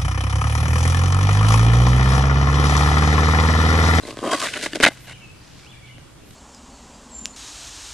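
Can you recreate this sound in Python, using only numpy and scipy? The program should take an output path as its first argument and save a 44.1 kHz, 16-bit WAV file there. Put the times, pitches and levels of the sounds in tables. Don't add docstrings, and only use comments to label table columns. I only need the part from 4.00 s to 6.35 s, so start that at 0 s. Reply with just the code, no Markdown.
import sys
import numpy as np
from scipy import signal
from scipy.io import wavfile
from scipy.ndimage import uniform_filter1d

SR = 44100
rng = np.random.default_rng(int(sys.argv[2]) if len(sys.argv) > 2 else 0)


def invert_db(level):
    return 10 ** (np.asarray(level, dtype=float) / 20)


def to_wav(s):
    ch = np.atleast_2d(s).T
    pcm = np.round(np.clip(ch, -1, 1) * 32767)
    wavfile.write(sys.argv[1], SR, pcm.astype(np.int16))


N = 103635
T = np.arange(N) / SR


def evened(x):
    return x / np.sqrt(np.mean(x ** 2) + 1e-20)


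def read(points, hz):
    f, value = np.transpose(points)
    return np.interp(np.log(hz + 1), np.log(f + 1), value)


def colour(x, points):
    gain = np.log(invert_db(read(points, abs(np.fft.fftfreq(4096, 1 / SR)))))
    taps = np.fft.ifft(np.exp(np.conj(signal.hilbert(gain)))).real[:2048]
    return signal.oaconvolve(x, taps)[:len(x)]


def mode(x, hz, width):
    r = np.exp(-np.pi * width / SR)
    return signal.lfilter([1 - r, 0, r - 1], [1, -2 * r * np.cos(2 * np.pi * hz / SR), r * r], x)


def body(x, modes):
    click = 1. * (np.arange(4096) == 0)
    taps = sum(invert_db(db) * mode(mode(click, hz, width), hz, 3.26 * width) for hz, width, db in modes)
    return signal.oaconvolve(x, taps / np.linalg.norm(taps))[:N]


def spade():
    thud, ring, grit = np.sqrt(slips() + sand()) * grains() + knocks()
    return soil_thud(thud) + blade_ring(ring, grit) + pings() + grit_hiss(grit)


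# time in seconds, peak level of the ring in dB, level of the thud in dB.
KNOCKS = [(0.0341, -40, -36.5), (0.0513, -43, -35.5), (0.079, -31.5, -38), (0.1069, -29, -41),
          (0.126, -37, -37.5), (0.1416, -47, -43), (0.1708, -27.5, -33), (0.1892, -27.5, -33.5),
          (0.2179, -54, -36), (0.2265, -56, -25.5), (0.2431, -48, -27.5), (0.2744, -47, -27),
          (0.4169, -16.5, -43.5), (0.4708, -12, -45), (0.5393, -40, -50), (0.5744, -15.5, -35.5),
          (0.6604, -21, -42), (0.6345, -22, -31), (0.733, -18.5, -34.5), (0.7692, -36, -29),
          (0.8013, -12, -22.5), (0.8292, -4.5, -21.5), (.8347, -2, -16.5), (.8485, -0.5, -21),
          (.8642, -18, -16.5), (0.8843, -24, -21), (1.982, -40, -46)]
KNOCK_DB = [-6, -8.5, -13]


def knocks():
    thud_lag = round(0.001 * SR)
    push = np.zeros((3, N))
    bursts = rng.standard_normal((40, 300))
    fall = np.exp(-np.arange(300) / SR / 0.0011)
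    first_hit = 2.77 * (np.arange(300) < 4)
    soft_push = evened(fall ** 3 - fall ** 6)
    for (start, ring_db, thud_db), burst in zip(KNOCKS, bursts):
        at = round(start * SR)
        push[0, at + thud_lag:][:300] += invert_db(thud_db + KNOCK_DB[0]) * soft_push
        hard_push = evened(fall * (burst + first_hit))
        push[1:, at:at + 300] += invert_db(ring_db + np.array(KNOCK_DB[1:]))[:, None] * hard_push
    return push


# start in seconds, length in seconds, then the levels of
# thud, ring and grit in dB.
SLIPS = [(0.058, 0.058, -35.5, -60, -41.5), (0.235, 0.072, -20.5, -27, -37), (0.311, 0.0098, -22, -19, -26),
         (0.326, 0.025, -17.5, -15, -23.5), (0.35, 0.008, -34, -26, -34), (0.397, 0.0083, -45, -34, -24),
         (0.086, 0.006, -33, -50, -55), (0.423, 0.029, -34, -22, -25), (0.435, 0.033, -28.5, -23, -28),
         (0.481, 0.0072, -48, -23.5, -44), (0.534, 0.0085, -50, -20, -33),
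         (0.553, 0.019, -29.5, -23.5, -50), (0.588, 0.019, -35.5, -33, -52), (0.625, 0.028, -38, -30, -27),
         (0.659, 0.0088, -20.5, -19.5, -34.5), (0.749, 0.0096, -23.5, -28, -26.5),
         (0.761, 0.0065, -44, -27, -32), (0.806, 0.01, -19.5, -21, -28), (0.82, 0.0089, -25, -22.5, -25),
         (0.826, 0.0061, -29, -8, -18), (0.833, 0.0099, -19.5, -4, -15),
         (0.846, 0.0075, -12.5, -6.5, -19.5), (0.8607, 0.012, -11.5, -7, -23),
         (0.8752, 0.012, -23.5, -19, -20.5), (0.897, 0.027, -39, -39, -63), (1.07, 0.059, -44, -38, -44),
         (2.3065, 0.0016, -72, -39, -36)]


def slips():
    rise_s, fall_s = 0.0013, 0.0024
    power = np.zeros((3, N))
    for start, length, *db in SLIPS:
        grip = np.clip((T - start) / rise_s, 0, 1)
        let_go = np.exp(-np.clip(T - start - length, 0, 1) / fall_s)
        power += (invert_db(np.array(db))[:, None] * grip * let_go) ** 2
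    return power


LIFT_S = 1.2
# time in seconds, level in dB.
SAND = [(0, -41.5), (.11, -39.5), (.15, -46), (.24, -36.5), (.38, -27), (.47, -26.5), (.52, -33),
        (.66, -28), (.69, -38.5), (.95, -45), (1.05, -47), (1.15, -55.5), (1.37, -56), (1.42, -50.5),
        (1.6, -43), (1.72, -55), (2.2, -74), (2.33, -50)]
SAND_SHARE_DB = [-8.5, -4.5, -1.5]


def sand():
    level_db = np.interp(T, *np.transpose(SAND)) + np.array(SAND_SHARE_DB)[:, None]
    on_blade = T < LIFT_S
    return invert_db(level_db) ** 2 * [on_blade, on_blade, np.ones(N)]


def grains():
    grains_per_s, spread_db, clump_db = 9000, 3.2, 2.4
    clumps = evened(uniform_filter1d(rng.standard_normal(N), size=130))
    size_db = spread_db * np.minimum(rng.exponential(1, (3, N)), 4) + clump_db * clumps
    sign = rng.choice([-1., 1.], (3, N))
    hits = rng.random((3, N)) < grains_per_s / SR
    return evened(invert_db(size_db) * sign * hits)


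# pitch in Hz, width in Hz, level in dB.
THUD = [(300, 111, 5), (406, 143, 3.5), (560, 102, 3), (854, 63, -10)]
# pitch in Hz, width in Hz, level in dB.
CRUNCH = [(300, 140, 6.5), (560, 296, 9), (790, 580, -21)]


def soil_thud(push):
    crushed = T >= 0.815
    return body(push * ~crushed, THUD) + body(push * crushed, CRUNCH)


# pitch in Hz, width in Hz, level in dB.
RING = [(1184, 120, -3), (1531, 154, 2), (1680, 284, 5.5), (2018, 390, 7), (2250, 160, -11), (2486, 590, 0),
        (2900, 160, -3), (3200, 110, -20), (3560, 280, -2)]
# pitch in Hz, width in Hz, level in dB.
SUNK = [(660, 210, 5), (1069, 145, 14), (1206, 19, 10), (1480, 120, 6), (1986, 65, 5), (3270, 180, -15),
        (3890, 200, -21), (4800, 160, -23)]


def blade_ring(push, grit):
    deep = np.clip((0.472 - T) / 0.038, 0, 1)
    sings = np.clip(np.minimum(T - 0.2, 0.384 - T) / 0.014, 0, 1)
    ring = body(push * (1 - deep), RING) + body(push * deep, SUNK)
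    return ring + invert_db(-6.5) * body(grit * sings, SUNK[5:])


# time in seconds, pitch in Hz, # time to fade by 60 dB in seconds, level in dB.
PINGS = [(.034, 4020, 0.021, -27), (0.051, 2070, 0.027, -27), (0.051, 4080, 0.011, -25),
         (.084, 2100, 0.015, -28), (.097, 4000, .012, -36), (.108, 4700, .012, -23.5),
         (.108, 2700, 0.014, -22.5), (.127, 4800, .01, -34), (.178, 1710, 0.0076, -23),
         (.189, 3200, 0.011, -21.5), (.229, 4600, .01, -37), (0.231, 1125, .015, -13),
         (0.273, 3100, 0.013, -18), (0.309, 3200, 0.028, -19), (0.456, 1810, .025, -14),
         (0.468, 1440, 0.016, -25), (.714, 300, .04, -32), (.7325, 2900, 0.014, -13),
         (0.734, 1750, 0.012, -15), (0.733, 4600, 0.011, -20), (0.7325, 300, 0.11, -21),
         (0.751, 316, 0.069, -19), (.768, 318, 0.087, -23), (0.8018, 430, 0.058, -14.5),
         (.8015, 2240, .012, -5), (.81, 5150, 0.013, -16), (0.8632, 1390, 0.02, -6.5),
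         (.869, 2070, 0.043, 1.5), (.662, 335, 0.038, -27), (.574, 1820, .012, -17),
         (.2285, 560, 0.025, -20)]


def pings():
    t, out = np.arange(4000) / SR, np.zeros(N)
    rise = 1 - np.exp(-t / 0.0004)
    for start, hz, t60, db in PINGS:
        note = invert_db(db - 60 * t / t60) * np.sin(2 * np.pi * hz * t)
        out[round(start * SR):][:4000] += rise * note
    return out


# frequency in Hz, gain in dB.
GRIT = [(700, -78), (1500, 4), (3500, 5.5), (6000, 0.5), (8500, 0), (11000, -6.5), (15500, -29)]
# frequency in Hz, gain in dB.
CRUMBS = [(1200, 4.5), (4800, 6.5), (7800, -0.5), (10000, -16)]


def grit_hiss(push):
    falling = (T > LIFT_S) & (T < 2.2)
    return invert_db(2.5) * colour(push * ~falling, GRIT) + colour(push * falling, CRUMBS)


# frequency in Hz, side against middle in dB.
SIDE_DB = [(60, 0), (110, -5), (200, -15), (380, -20), (700, -25), (1290, -32), (2380, -19), (4400, -4),
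           (8120, -5), (15000, 3)]


def ports(x, other):
    side = colour(other, SIDE_DB)
    return np.array([invert_db(0.5) * (x + side), x - side])


# frequency in Hz, gain in dB.
MIC = [(9500, -4), (11500, -7), (13000, -10), (14300, -5), (15200, -34)]


def microphones(x):
    near = 1.51 * np.tanh(x / 1.747)
    return np.array([colour(port, MIC) for port in near])


def shove():
    return -invert_db(-19) * np.exp(-((T - 0.8355) / 0.0016) ** 2)


# start in seconds, length in seconds, level in dB.
DUST = [
    (0.897, 0.065, -58),
    (0.986, 0.11, -55),
    (2.232, 0.14, -60.5),
]


def dust():
    hz, width_hz = 11800, 3500
    swell = sum(invert_db(db) * np.sin(np.pi * np.clip((T - start) / length, 0, 1)) for start, length, db in DUST)
    hiss = mode(mode(rng.standard_normal((2, N)), hz, width_hz), hz, width_hz)
    return swell * evened(hiss)


# start in seconds, length in seconds, first pitch in Hz, last pitch in Hz, level in dB.
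NOTES = [(1.049, 0.087, 2950, 2796, -57), (1.124, 0.028, 2800, 3160, -53), (1.138, 0.054, 2880, 2830, -63),
         (1.147, 0.041, 2560, 2230, -58), (1.199, .032, 2850, 2870, -59), (1.212, 0.06, 2740, 2537, -55.5),
         (1.266, 0.062, 2600, 2587, -61), (1.206, 0.027, 2260, 2260, -61), (1.336, 0.051, 2920, 2880, -70),
         (1.337, 0.021, 2550, 2180, -64), (1.379, .014, 5000, 4750, -68), (1.407, 0.02, 4590, 4960, -63),
         (1.624, 0.035, 2350, 2250, -59.5), (1.655, 0.026, 2250, 3280, -55.5),
         (1.686, 0.037, 3250, 3565, -55.5), (1.714, 0.017, 3350, 2450, -56),
         (1.724, 0.043, 2440, 2170, -60), (1.736, .04, 3450, 3320, -63), (1.776, 0.054, 3500, 3180, -67),
         (1.765, 0.021, 2420, 2270, -57.5), (1.82, 0.064, 2220, 2300, -56),
         (1.882, 0.028, 2130, 2080, -58.5), (1.839, 0.076, 3400, 3470, -64.5),
         (1.842, 0.152, 2900, 2943, -61.5), (1.905, 0.076, 2200, 2110, -75)]


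def birds():
    song = np.zeros(N)
    wobble = 0.016 * evened(uniform_filter1d(rng.standard_normal(N), size=200))
    for start, length, from_hz, to_hz, db in NOTES:
        u = np.clip((T - start) / length, 0, 1)
        farther_bird = start > 1.73 and from_hz > 2700
        warble = 1 + wobble * (2.6 if farther_bird else 1)
        hz = (from_hz + (to_hz - from_hz) * u) * warble
        swell = np.sqrt(np.sin(np.pi * u) + 1e-12)
        song += invert_db(db + 8.5) * swell * np.sin(2 * np.pi * np.cumsum(hz) / SR)
    tail = rng.standard_normal((SR // 2, 2)).T * invert_db(-60 * T[:SR // 2] / 0.7)
    echo = signal.fftconvolve(song[None], tail / np.linalg.norm(tail[0]), axes=1)[:, :N]
    return song + echo


# pitch in Hz, width in Hz, level in dB.
HUM = [
    (210, 2, -62),
    (56.4, 6.1, -58.5),
]


def hum():
    beat = 1 + np.cos(2 * np.pi * (T - 1.075) / 0.84)
    main = invert_db(-52.5) * beat * np.sin(2 * np.pi * 123.4 * T)
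    return main + sum(invert_db(db) * evened(mode(rng.standard_normal(N), hz, width)) for hz, width, db in HUM)


# frequency in Hz, level in dB per Hz.
AIR = [(25, -15), (124, -8), (221, -19), (295, -16), (415, -21.5), (1350, -27.5), (9000, -35.5),
       (13300, -45.5)]
# frequency in Hz, likeness from -1 to 1.
SAME = [(60, 0.34), (130, 0.84), (290, 0.23), (640, -0.031), (1410, 0.61), (3100, 0.34), (6820, -0.14),
        (15000, -0.21)]


def air():
    frames, hz = N // 256 + 5, np.fft.rfftfreq(1024, 1 / SR)
    a, b, c, d, patches = rng.standard_normal((frames, 513, 5)).T
    patches = uniform_filter1d(patches, size=12, axis=0)
    patches = evened(uniform_filter1d(patches, size=14, axis=1))
    same = np.clip(read(SAME, hz), -1, 1)[:, None]
    left = a + 1j * b
    right = same * left + np.sqrt(1 - same ** 2) * (c + 1j * d)
    tone_db = read(AIR, hz) - 40 * (hz > 14300)
    z = np.array([left, right]) * invert_db(tone_db[:, None] + 1.3 * patches)
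    return invert_db(-46) * evened(signal.istft(z, nperseg=1024, noverlap=768)[1][:, :N])


def scene():
    near = microphones(ports(spade(), spade()))
    return near + shove() + air() + hum() + birds() + dust()


def roll_off(x):
    return signal.sosfilt(signal.butter(12, 15700, fs=SR, output="sos"), x)


# lower edge of the band in Hz, treble level that opens it in dB.
GATES = [(13480, -63), (14300, -52), (15050, -46)]


def record(dry):
    hz, _, z = signal.stft(dry, SR, nperseg=2048)
    treble = (hz > 11000) & (hz < 13400)
    power = (abs(z[:, treble]) ** 2).sum(1).mean(0)
    treble_db = 10 * np.log10(1.3 * power + 1e-12)
    for edge_hz, open_db in GATES:
        z = z * (1 - (hz > edge_hz)[:, None] * (treble_db < open_db))
    mix = signal.istft(z, SR, nperseg=2048)[1][:, :N]
    return roll_off(mix)


dry = scene()
out = record(dry)
to_wav(out)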